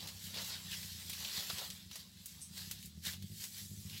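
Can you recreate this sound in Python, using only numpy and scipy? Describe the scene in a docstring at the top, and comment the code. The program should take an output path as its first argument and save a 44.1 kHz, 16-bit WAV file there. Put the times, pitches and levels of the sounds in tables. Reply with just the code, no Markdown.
"""Outdoors, something dry rubs close by: thousands of tiny slips make a crackle, bigger catches
let go with sharp snaps, and now and then a scrape rings briefly. Far off, an engine puffs through
a booming exhaust: it sinks to idle, picks up speed and eases off once.
One thin, high chirp sounds over the faint hiss of the air."""
import sys
import numpy as np
from scipy import signal
from scipy.fft import rfft, irfft
from scipy.io import wavfile
from scipy.ndimage import map_coordinates

SR = 44100
rng = np.random.default_rng(int(sys.argv[2]) if len(sys.argv) > 2 else 0)


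def to_wav(s):
    """Save 16-bit WAV."""
    ch = np.atleast_2d(s).T  # columns
    pcm = np.round(np.clip(ch, -1, 1) * 32767)  # PCM
    wavfile.write(sys.argv[1], SR, pcm.astype(np.int16))


N = 176400
T, HZ = np.arange(N) / SR, np.fft.rfftfreq(N, 1 / SR)


def amp(db):
    """Turns decibels into a number to multiply by."""
    return 10 ** (np.asarray(db) / 20)


def evened(x):
    """Scales a sound to an average power of 1."""
    return x / np.sqrt(np.mean(x ** 2) + 1e-20)


def add(mix, start_s, sound):
    """Mixes a sound in at the given time."""
    part = mix[max(round(start_s * SR), 0):][:len(sound)]
    part += sound[:len(part)]


def colour(x, tone):
    """Filters a sound by a tone table; any ringing comes after a hit, never before."""
    f, db = np.transpose(tone)
    log_gain = np.log(amp(np.interp(np.log(HZ + 1), np.log(f), db)))
    log_response = np.conj(signal.hilbert(np.r_[log_gain, log_gain[-2:0:-1]]))
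    return irfft(rfft(x) * np.exp(log_response[:len(HZ)]), N)


def bands(x, low_hz=1514, high_hz=6060):
    """Splits a sound into low body, middle rasp and high treble."""
    low = 1 / (1 + (HZ / low_hz) ** 14)
    high = 1 - 1 / (1 + (HZ / high_hz) ** 8)
    return [irfft(rfft(x) * share, N) for share in (low, 1 - low - high, high)]


def patchy(x):
    """As the contact shifts, random patches of pitch get briefly louder or softer."""
    hz, t, spectrum = signal.stft(x, SR, nperseg=1024, noverlap=768)
    for db, width_hz, length_s in ((3.5, 129.7, .03), (1.04, 967, .02)):  # narrow, then broad
        field = rng.uniform(-1, 1, (400, 400)) * np.sqrt(3)
        grid = np.meshgrid(hz / width_hz, t / length_s, indexing="ij")
        spectrum = spectrum * amp(db * map_coordinates(field, grid, order=1, mode="wrap"))
    return signal.istft(spectrum, SR, nperseg=1024, noverlap=768)[1][:N]


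# Tone of the rubbing: f/Hz, level/dB
RUB_TONE = [(60,-36),(180,-13),(320,-15.5),(450,-11.5),(700,-13),(1050,-10),(1350,-12),(1800,-7),(2400,-8),(3100,-3),(3900,0),(4600,-0.5),(6400,-7.5),(8100,-8),(9000,-14.5),(11200,-10.5),(13800,-12.5),(15800,-14)]
# How loud the rubbing is, before trim_db is added: t/s, body/dB, rasp/dB, treble/dB
RUB_LEVELS = [(0.0, -66, -47.5, -58), (0.06, -57, -51.5, -58), (0.12, -66, -56.5, -59.5),
              (0.2, -73, -55.5, -59.5), (0.26, -69.5, -49.0, -51.5), (0.32, -67.5, -50.5, -57),
              (0.38, -53.5, -43.5, -54.5), (0.47, -62, -48.0, -49), (0.55, -61.5, -46.5, -55),
              (0.62, -67, -55, -58), (0.69, -69, -50, -57.0), (0.73, -64.5, -44.5, -50.0),
              (0.82, -67.5, -50.5, -53), (0.97, -71.5, -51.0, -55.5), (1.04, -68.5, -54, -56.5),
              (1.1, -68.5, -49.5, -53), (1.17, -68, -49.5, -53), (1.23, -57, -47.5, -50.5),
              (1.309, -63, -45.5, -52), (1.38, -58.5, -39.5, -46.5), (1.45, -61.5, -46.5, -52),
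              (1.52, -64.0, -45.5, -50.0), (1.62, -56, -47, -52), (1.72, -67.5, -55.0, -57),
              (1.8, -76, -57.5, -63), (1.9, -83, -63.5, -67.5), (1.968, -66, -49.5, -57),
              (2.06, -75, -64, -67.5), (2.16, -82.0, -64.0, -69), (2.3, -79.0, -59.0, -59.5),
              (2.39, -75, -61.5, -63), (2.51, -79, -64.0, -65.5), (2.578, -68, -49.5, -52.5),
              (2.7, -74, -55, -58), (2.77, -77.0, -56.5, -62.5), (2.85, -85, -59.5, -58.5),
              (2.93, -84, -67.0, -74), (3.02, -90, -67, -66.0), (3.063, -64.5, -41.5, -46.5),
              (3.13, -67.0, -50.5, -52), (3.19, -93, -64.5, -68.5), (3.32, -103, -63.5, -61),
              (3.44, -63.5, -48.0, -48.5), (3.5, -81.5, -62.5, -59), (3.59, -71, -49.5, -51.5),
              (3.7, -87, -64.5, -59), (3.83, -80.5, -61, -58.5), (3.97, -67.5, -48.5, -56.0),
              (4.0, -94, -55.5, -59)]

def rubbing(slips_per_s=5500, spread_db=3, crack_s=.0015, tail_s=.16, tail_db=1, smooth=.48):
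    """Each tiny slip makes a brief crackle with a tail; pressure sets how loud the three bands are."""
    sizes = amp(spread_db * np.minimum(rng.exponential(1, N), 6))
    slips = sizes * (rng.random(N) < slips_per_s / SR)
    t = T[:SR // 5]
    crack = evened(np.exp(-t / crack_s))
    tail = amp(tail_db) * evened(np.exp(-np.log(1000) * t / tail_s))  # 60 dB down after tail_s
    power = abs(signal.fftconvolve(slips ** 2, crack ** 2 + tail ** 2)[:N])
    loudness = np.hypot(evened(np.sqrt(power)), smooth)  # smooth hiss fills the gaps
    crackle = colour(loudness * patchy(rng.standard_normal(N)), RUB_TONE)
    times, *levels = np.transpose(RUB_LEVELS)
    trim_db = (-1, -1.5, 2.5)
    parts = zip(bands(crackle), levels, trim_db)
    return sum(evened(band) * amp(np.interp(T, times, level) + db) for band, level, db in parts)


def echo(x, level_db, fade_s):
    """Adds a blurred echo from trunks and ground, 60 dB down after fade_s."""
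    t = T[:SR // 2]
    tail = rng.standard_normal(len(t)) * np.exp(-np.log(1000) * t / fade_s)
    return x + amp(level_db) * signal.fftconvolve(x, tail / np.linalg.norm(tail))[:N]


# How often the engine fires: t/s, f/Hz
FIRING_RATE = [(0.0, 32.7), (0.4, 32.2), (0.8, 30.1), (1.3, 27.3), (1.75, 23.6), (2.15, 23.5), (2.45, 26.9),
               (2.7, 33.0), (2.95, 40.0), (3.3, 51.3), (3.42, 52.5), (3.55, 49.2), (3.75, 50.7),
               (4.0, 52.4)]
# How loud the engine is: t/s, level/dB
ENGINE_LEVELS = [(0, -54.5), (.6, -55.5), (1.1, -55.5), (1.55, -56.5), (1.75, -60), (2.15, -61),
                 (2.4, -61.5), (2.6, -56.5), (3, -56.5), (3.2, -53.5), (3.37, -51), (3.43, -62),
                 (3.56, -64), (3.63, -53), (3.8, -49.5), (4, -54)]
# Each cylinder's puff, in firing order: level/dB, delay/s
CYLINDER_PUFFS = [(-0.5, .0002), (0.5, .0005), (-2.5, -.0005), (-2.5, -.0003)]
# Tone of the exhaust: f/Hz, level/dB
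EXHAUST_TONE = [(20, -53), (36, -51), (50, -29.5), (64, -10), (78, -0.5), (90, 2), (104, -1.5), (115, -6),
                (130, -13), (160, -9), (178, -5), (195, -1.5), (220, -6.5), (250, -20.5), (290, -25.5),
                (350, -26.5), (600, -43.5), (1200, -63)]

def engine(spread_db=3.14, roughness=.3, throb_db=3.5, throb_peak=.47):
    """Four unequal cylinders puff through a booming exhaust; only the bass carries this far."""
    firings = np.cumsum(np.interp(T, *np.transpose(FIRING_RATE))) / SR + .1503
    at = np.flatnonzero(np.diff(np.floor(firings)))  # a puff at each whole number
    db, delay_s = np.resize(np.roll(CYLINDER_PUFFS, 1, axis=0), (len(at), 2)).T
    strength = amp(db + spread_db * rng.standard_normal(len(at)))
    pulses = np.zeros(N)
    pulses[np.clip(at + np.round(delay_s * SR).astype(int), 0, N - 1)] = strength
    rush = rng.standard_normal(N) * np.interp(T, T[at], strength)
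    boom = evened(colour(pulses, EXHAUST_TONE)) + roughness * evened(colour(rush, EXHAUST_TONE))
    cycles = firings / len(CYLINDER_PUFFS)
    throb = amp(throb_db * np.cos(2 * np.pi * (cycles - throb_peak)))  # one swell every four puffs
    boom = evened(throb * echo(boom, level_db=-7, fade_s=.13))
    return boom * amp(np.interp(T, *np.transpose(ENGINE_LEVELS)))


# Tone of the air: f/Hz, level/dB
AIR_TONE = [(25, -18), (38, -17), (62, 10), (100, 3), (200, 13.5), (400, -13.5), (1000, -19), (1400, -19.5),
            (1900, -26), (4000, -4), (7000, -10.5), (15500, -27)]

def air(level_db=-64):
    """A faint, steady outdoor hiss with a soft rumble under it."""
    return amp(level_db) * evened(colour(rng.standard_normal(N), AIR_TONE))


# Tone of the snaps: f/Hz, level/dB
SNAP_TONE = [(50, -69), (150, -35), (400, -16.5), (1000, -11.5), (2000, -4.5), (3000, 2.5), (4200, 3.5),
             (6000, 0), (9000, -1.5), (15500, -3)]
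# One row for each snap: t/s, level/dB, extra body/dB, extra treble/dB
SNAP_HITS = [(0.073, -42.5, -13, -3.5), (0.0858, -43.5, -15, -6), (0.342, -44.5, 7, -5),
             (0.372, -42, -14, -16), (.419, -46, 2, -2), (0.504, -45.5, 12, -15), (0.717, -40, -14, -10),
             (.829, -41.5, -14, -9), (1.097, -45, 4, 5.5), (1.1, -49, -3, -6), (1.131, -43.5, -17, -5),
             (1.248, -37, -9, -20), (1.407, -48, 0, 1), (1.5, -35, 10.5, -10), (1.583, -38.5, -18, -7),
             (1.702, -43.5, -16, -1), (1.9132, -46, 3, -7), (1.957, -49, 8, 4.5), (2.2585, -53, -11, 13.5),
             (2.351, -65, -6, 0), (2.577, -48, -10, 1), (2.712, -40, 1.5, 3.5), (2.827, -50.5, -13, -1),
             (2.858, -58, -4, 11.5), (3.037, -60, -9, 11), (3.051, -44, -2, 0), (3.067, -41.5, 9.5, -3),
             (3.135, -43.5, 5, -8), (3.224, -51, -19, -1), (3.417, -70, 2, -2), (3.441, -42, -17, -1),
             (3.897, -48, 0, -2), (3.978, -47, -22, -3)]

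def snaps(crack_s=.0045, tail_s=.025, tail_db=-6):
    """Bigger catches let go, each with a quick crack and a weak tail."""
    t, loudness = T[:SR // 5], np.zeros((3, N))
    fade = np.exp(-t / crack_s) + amp(tail_db) * np.exp(-t / tail_s)
    for start_s, db, body_db, treble_db in SNAP_HITS:
        for track, extra_db in zip(loudness, (body_db, 0, treble_db)):
            add(track, start_s, amp(db + extra_db) * fade)
    noise = evened(colour(rng.standard_normal(N), SNAP_TONE))
    return (loudness * bands(noise)).sum(0)


def fuzzy_tone(hz, width_hz):
    """A narrow band of noise that follows the pitch curve hz."""
    noise = rng.standard_normal(len(hz)) + 1j * rng.standard_normal(len(hz))
    fuzz = signal.lfilter(*signal.butter(2, width_hz / 2, fs=SR), noise)
    return evened((fuzz * np.exp(2j * np.pi * np.cumsum(hz) / SR)).real)


# Each scrape at its loudest moment: t/s, length/s, f/Hz, width/Hz, level/dB
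RINGING_SCRAPES = [(0.737, .035, 2804, 600, -47.5), (0.735, .03, 1700, 300, -54),
                   (1.133, 0.0083, 2800, 700, -47.5), (1.252, 0.0098, 3886, 1100, -44),
                   (1.505, .014, 990, 600, -55), (1.621, 0.02, 689.5, 325, -52),
                   (1.788, 0.11, 3510, 500, -61), (1.934, 0.018, 5880, 500, -52.5),
                   (2.587, 0.051, 4410, 900, -53), (3.079, 0.062, 1860, 590, -49.5),
                   (3.238, 0.11, 3250, 400, -67), (3.95, 0.081, 2910, 700, -57)]

def scrapes():
    """Now and then the rubbing rings at one pitch, which swells and fades."""
    out, t = np.zeros(N), T[:SR // 2]
    for peak_s, length_s, hz, width_hz, db in RINGING_SCRAPES:
        swell = np.exp(-(2 * (t - t.mean()) / length_s) ** 2)
        add(out, peak_s - t.mean(), amp(db) * swell * fuzzy_tone(np.full(len(t), hz), width_hz))
    return out


# The pitches the chirp starts on, all together: f/Hz, width/Hz, level/dB
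CHIRP_PITCHES = [(8660, 1300, -49.5), (6100, 1200, -54.5), (10500, 2000, -56)]

def chirp(start_s=2.404, rise_s=.018, fade_s=.04, sag_hz_per_s=4500):
    """A thin, fuzzy whistle whose pitch sags a little as it fades."""
    out, t = np.zeros(N), T[:SR // 4]
    swell = np.minimum(t / rise_s, 1) * np.exp(-np.maximum(t - rise_s, 0) / fade_s)
    for hz, width_hz, db in CHIRP_PITCHES:
        add(out, start_s, amp(db) * swell * fuzzy_tone(hz - sag_hz_per_s * t, width_hz))
    return out


def scene():
    """Adds all the sounds into one channel."""
    close_by = rubbing() + scrapes() + snaps()
    return (close_by + engine() + chirp() + air())[None]


def record(dry, top_hz=15900):
    """Cuts away the very highest treble."""
    treble_cut = signal.firwin(511, top_hz, window=("kaiser", 9), fs=SR)
    return signal.oaconvolve(dry, treble_cut[None], "same")


dry = scene()
out = record(dry)
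to_wav(out)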